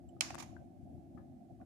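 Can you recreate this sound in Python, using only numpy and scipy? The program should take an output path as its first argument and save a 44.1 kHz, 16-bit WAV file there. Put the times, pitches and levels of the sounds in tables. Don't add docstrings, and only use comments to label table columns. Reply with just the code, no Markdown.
import sys
import numpy as np
from scipy import signal
from scipy.fft import rfft, irfft, next_fast_len
from scipy.io import wavfile
from scipy.ndimage import map_coordinates

SR = 44100
rng = np.random.default_rng(int(sys.argv[2]) if len(sys.argv) > 2 else 0)


def store_pcm(level_fs):
    pcm = np.round(np.clip(level_fs, -1, 1) * 32767).astype(np.int16)
    wavfile.write(sys.argv[1], SR, np.atleast_2d(pcm).T)


N = 72765


def amp(db):
    return 10 ** (np.asarray(db) / 20)


def along(points, hz):
    freqs, values = np.transpose(points)
    return np.interp(np.log(hz + 1), np.log(freqs + 1), values)


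def pan(db):
    return amp(np.array([[db], [-db]]) / 2)


def left_gain(db):
    return amp([[db], [0]])


def since(start):
    return np.maximum(np.arange(N) / SR - start, 0)


def strike(start, fade, attack):
    t = since(start)
    return (1 - np.exp(-t / attack)) * np.exp(-np.log(1000) * t / fade)


def wobble(rate):
    return map_coordinates(rng.standard_normal(N // 100), [np.arange(N) * rate / SR + 2], mode="wrap")


def filtered(x, gain_at):
    size = next_fast_len(N + SR // 4)
    return irfft(rfft(x, size) * gain_at(np.fft.rfftfreq(size, 1 / SR)), size)[..., :N]


def noise(colour):
    x = filtered(rng.standard_normal(N), lambda hz: amp(along(colour, hz)))
    return x / np.sqrt(np.mean(x ** 2) + 1e-20)


def stereo_noise(colour, alike=0):
    common = noise(colour)
    separate = np.array([noise(colour), noise(colour)])
    return np.sqrt(alike) * common + np.sqrt(1 - alike) * separate


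def background():
    # (time [s], level [dB])
    room_levels = [(0.0, -59), (0.344, -52.5), (0.726, -58), (0.968, -54), (1.138, -57.5), (1.152, -51),
                   (1.23, -56.5), (1.474, -58.5), (1.516, -55), (1.57, -61.5), (1.63, -52.5), (1.65, -71)]
    hand_levels = [(0.0, -63), (0.086, -55.5), (0.124, -78), (0.164, -59.5), (0.34, -59), (0.376, -63.5),
                   (0.656, -57.5), (0.744, -78), (0.762, -60), (0.794, -63), (0.836, -53.5), (0.864, -64.5),
                   (0.946, -53.5), (1.12, -66.5), (1.162, -57.5), (1.492, -71), (1.516, -61.5),
                   (1.65, -64.5)]
    # (frequency [Hz], relative level [dB])
    rumble_colour = [(25, -36.5), (50, -20.5), (70, -6.5), (100, -6.5), (140, -4), (255, 1.5), (310, -4.5),
                     (350, -2.5), (420, -20.5), (520, -30), (900, -59.5)]
    hollow_colour = [(380, -21), (500, -14), (600, -2), (650, -3), (710, 4.5), (780, -4.5), (860, -16.5),
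                     (960, -32), (1400, -54.5)]
    hand_colour = [(25, -31.5), (48, -18.5), (66, -5), (95, -0.5), (140, -5.5), (220, -13.5), (400, -29),
                   (800, -61.5)]
    hiss_colour = [(200, 1), (1000, 2.5), (2000, 0), (4000, -5.5), (8000, -6.5), (12000, -9), (14000, -10)]
    # (pitch [Hz], level [dB])
    hum_tones = [(98, -71.5), (257, -64.5), (339, -63.5), (704, -82)]
    t = since(0)
    swell = amp(np.interp(t, *np.transpose(room_levels)))
    grip = amp(np.interp(t, *np.transpose(hand_levels)))
    rumble = amp(-1) * stereo_noise(rumble_colour, alike=0.66)
    hands = amp(-0.5) * pan(12) * stereo_noise(hand_colour, alike=0.28)
    hollow = amp(-9.5 + 2.4 * wobble(45)) * pan(-8) * stereo_noise(hollow_colour, alike=0.33)
    hum = 0
    for hz, db in hum_tones:
        hum += amp(db + 1.5 * wobble(8)) * np.sin(2 * np.pi * hz * t + 0.95 * wobble(9))
    hiss = amp(-82.5) * stereo_noise(hiss_colour, alike=0.1)
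    return swell * (rumble + hollow) + grip * hands + hum + hiss


def finger_taps():
    # (time [s], level [dB], pitch [Hz], left over right [dB], scuff [dB], after-ring [dB])
    taps = [(0.092, -71.5, 3000, -37.5, -49, -30), (0.089, -65.5, 7520, -33, -28, -28),
            (0.166, -60, 1250, 13, -27, -18), (0.565, -51.5, 1552, 24.5, -6, -23.5),
            (1.174, -59, 1232, 28, -9.5, -16), (1.177, -63.5, 1710, 26, 0, -13.5),
            (1.601, -60, 1143, -3.5, -13, -18.5), (1.613, -63, 1460, 24.5, -1, -21)]
    # (frequency [Hz], relative level [dB])
    scuff_colour = [(400, -25), (900, 8), (1700, 0), (2400, -12), (3200, -23.5), (8000, -40)]
    out = np.zeros((2, N))
    for start, db, hz, side_db, scuff_db, ring_db in taps:
        touch = 2 * strike(start, fade=0.013, attack=0.004)
        after_ring = amp(ring_db) * strike(start, fade=0.17, attack=0.004)
        tone = np.sin(2 * np.pi * hz * since(start) + 0.24 * wobble(300))
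        scuff = amp(scuff_db) * noise(scuff_colour)
        out += amp(db) * pan(side_db) * (touch + after_ring) * (tone + scuff)
    return out


def bar_snap():
    # (level [dB], treble lift [dB per octave], left gain [dB])
    ends = [(-25, 3, -5), (-24, -3, 0)]
    # (pitch [Hz], level [dB], fade time [s], left gain [dB])
    bar_tones = [(1260, -18, 0.0064, -11), (2280, -23, 0.025, 16), (2650, -15, 0.013, 4),
                 (3012, 6, .015, -13), (3525, -14.5, 0.011, -16.5), (4240, -4.5, 0.018, -9),
                 (5140, -3.5, 0.013, -10), (6040, -12.5, 0.01002, -11), (7033, -6.5, 0.023, -13),
                 (8000, -12.5, 0.0081, -15), (8930, 0.5, 0.01175, -22.5), (10667, -16.5, .012, -8),
                 (11760, -24.5, .01, -17.5)]
    # (frequency [Hz], relative level [dB])
    crack_colour = [(100, -49.5), (400, -26.5), (900, -9), (2500, 1), (5500, -8), (9000, -7.5),
                    (10500, -16.5), (14000, -22.5)]
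    echo_left = [(200, -14), (700, -2.5), (1400, -3), (2500, 0.5), (3600, -5.5), (5200, 0.5), (7000, -10.5),
                 (9000, -16.5), (13500, -21.5)]
    echo_right = [(200, -13.5), (700, 1), (1400, 0), (2500, -2.5), (3600, -4.5), (5200, 5), (7000, 4),
                  (8000, -8.5), (9700, -8), (13500, -24.5)]
    start, end_gap, left_lag, wall_delay = 0.20852, 0.00117, 0.0004, 0.0108
    click_hz, click_width_s, click_delay_s = 6494, 0.00009, 0.00018
    t = since(0) - start - click_delay_s
    click = np.cos(2 * np.pi * click_hz * t) * np.exp(-(t / click_width_s) ** 2 / 2)
    out = amp(-9.5) * left_gain(-20) * click
    for end, (db, lift_db, end_left_db) in enumerate(ends):
        arrival = start + end * end_gap + np.array([[left_lag], [0]])
        for hz, tone_db, fade, tone_left_db in bar_tones:
            ring = np.sin(2 * np.pi * hz * since(arrival)) * strike(arrival, fade, attack=0.00004)
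            ring_db = db + tone_db + lift_db * np.log2(hz / 4000) + rng.normal(0, 1)
            out -= amp(ring_db) * left_gain(tone_left_db + end_left_db) * ring
        crack = stereo_noise(crack_colour) * strike(arrival, fade=0.011, attack=0.0002)
        out += amp(db + 3) * left_gain(-13) * crack
    wall = amp(-5.5) * np.array([noise(echo_left), noise(echo_right)])
    wall *= strike(start + wall_delay, fade=0.02053, attack=0.002)
    room = amp(-17) * pan(-2.5) * room_echo(start, echo_left, echo_right)
    first_hit_db = ends[0][0]
    return out + amp(first_hit_db) * (wall + room)


def room_echo(start, left_colour, right_colour):
    # (frequency [Hz], fade time [s])
    fade_times = [(300, .45), (1500, 0.54), (6000, .41), (13000, 0.42)]
    wash = np.array([noise(left_colour), noise(right_colour)])
    hz, t, bands = signal.stft(wash, SR, nperseg=256)
    fall = np.exp(-np.log(1000) * np.maximum(t - start, 0) / along(fade_times, hz)[:, None])
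    _, echo = signal.istft(bands * fall, SR, nperseg=256)
    rise = 1 - np.exp(-since(start) / 0.0012)
    return echo[:, :N] * rise


def guide_knocks():
    # (time [s], level [dB], pitch [Hz], left over right [dB], fade time [s],
    # tick [dB], ring [dB])
    knocks = [(0.302, -49, 1440, -14, 0.0029, -27, 5), (.3047, -42, 770, -6, 0.023, -26, 9.5),
              (0.3427, -44, 1060, 13, 0.0065, -33, -5), (0.3463, -41.5, 1120, 14.5, 0.0041, -0.5, 2.5),
              (0.3537, -39, 1110, 31.5, 0.0018, -11, -15.5), (0.3809, -25.5, 970, 1, 0.0012, -31, -15),
              (0.4263, -43.5, 820, 0, 0.0042, -30, -3)]
    # (frequency [Hz], relative level [dB])
    tick_colour = [(200, -15), (1000, -5), (2500, -12), (5000, -7), (8000, 3), (13000, -11)]
    ring_colour = [(200, -46), (700, 4.5), (1300, -7.5), (2600, -6.5), (3500, -20), (7000, -17.5),
                   (12000, -35.5)]
    out = np.zeros((2, N))
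    for start, db, hz, side_db, fade, tick_db, ring_db in knocks:
        tone = np.sin(2 * np.pi * hz * since(start)) * strike(start, fade, attack=0.0003)
        tick = stereo_noise(tick_colour) * strike(start, fade=0.0019, attack=0.00005)
        ring = stereo_noise(ring_colour) * strike(start, fade=0.014, attack=0.0009)
        out += amp(db) * pan(side_db) * (2 * tone + amp(tick_db) * tick + amp(ring_db) * ring)
    return out


def wire_rattle():
    # (time [s], level [dB], fade time [s])
    bursts = [(0.384, -42.5, 0.005), (0.3851, -40, 0.034), (0.394, -45, 0.07), (0.3995, -38, 0.012),
              (0.402, -40.5, 0.065), (0.4224, -51, 0.017), (0.4236, -44.5, 0.075)]
    # (frequency [Hz], relative level [dB])
    tick_colour = [(500, -30), (2500, -6), (6800, 6), (9000, -6), (13500, -16)]
    wire_left = [(200, -28), (750, 7), (1100, 4), (1700, -14), (2300, -0.5), (3400, -12), (6700, -15),
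                 (7700, -28), (13500, -23)]
    wire_right = [(200, -34), (750, 2), (1100, 4), (1600, -5.5), (2400, -3), (4200, -7.5), (6900, 0.5),
                  (8000, -11.5), (10000, -11), (13500, -19.5)]
    attack = 0.00071
    out = np.zeros((2, N))
    for start, db, fade in bursts:
        tick = amp(0.5) * left_gain(-3) * stereo_noise(tick_colour)
        tick *= strike(start, fade=0.0041, attack=attack)
        burst = np.array([noise(wire_left), noise(wire_right)]) * strike(start, fade, attack)
        echo = amp(-21) * room_echo(start, wire_left, wire_right)
        out += amp(db) * (tick + burst + echo)
    return left_gain(-3) * out


def thin_bass(x, cutoff_hz=520):
    return signal.sosfilt(signal.butter(3, cutoff_hz, "high", fs=SR, output="sos"), x)


def scene():
    key = thin_bass(bar_snap() + wire_rattle() + guide_knocks())
    return key + finger_taps() + background()


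def record(dry):
    top_hz = 14000
    return filtered(dry, lambda hz: 1 / np.sqrt(1 + (hz / top_hz) ** 100))


dry = scene()
out = record(dry)
store_pcm(out)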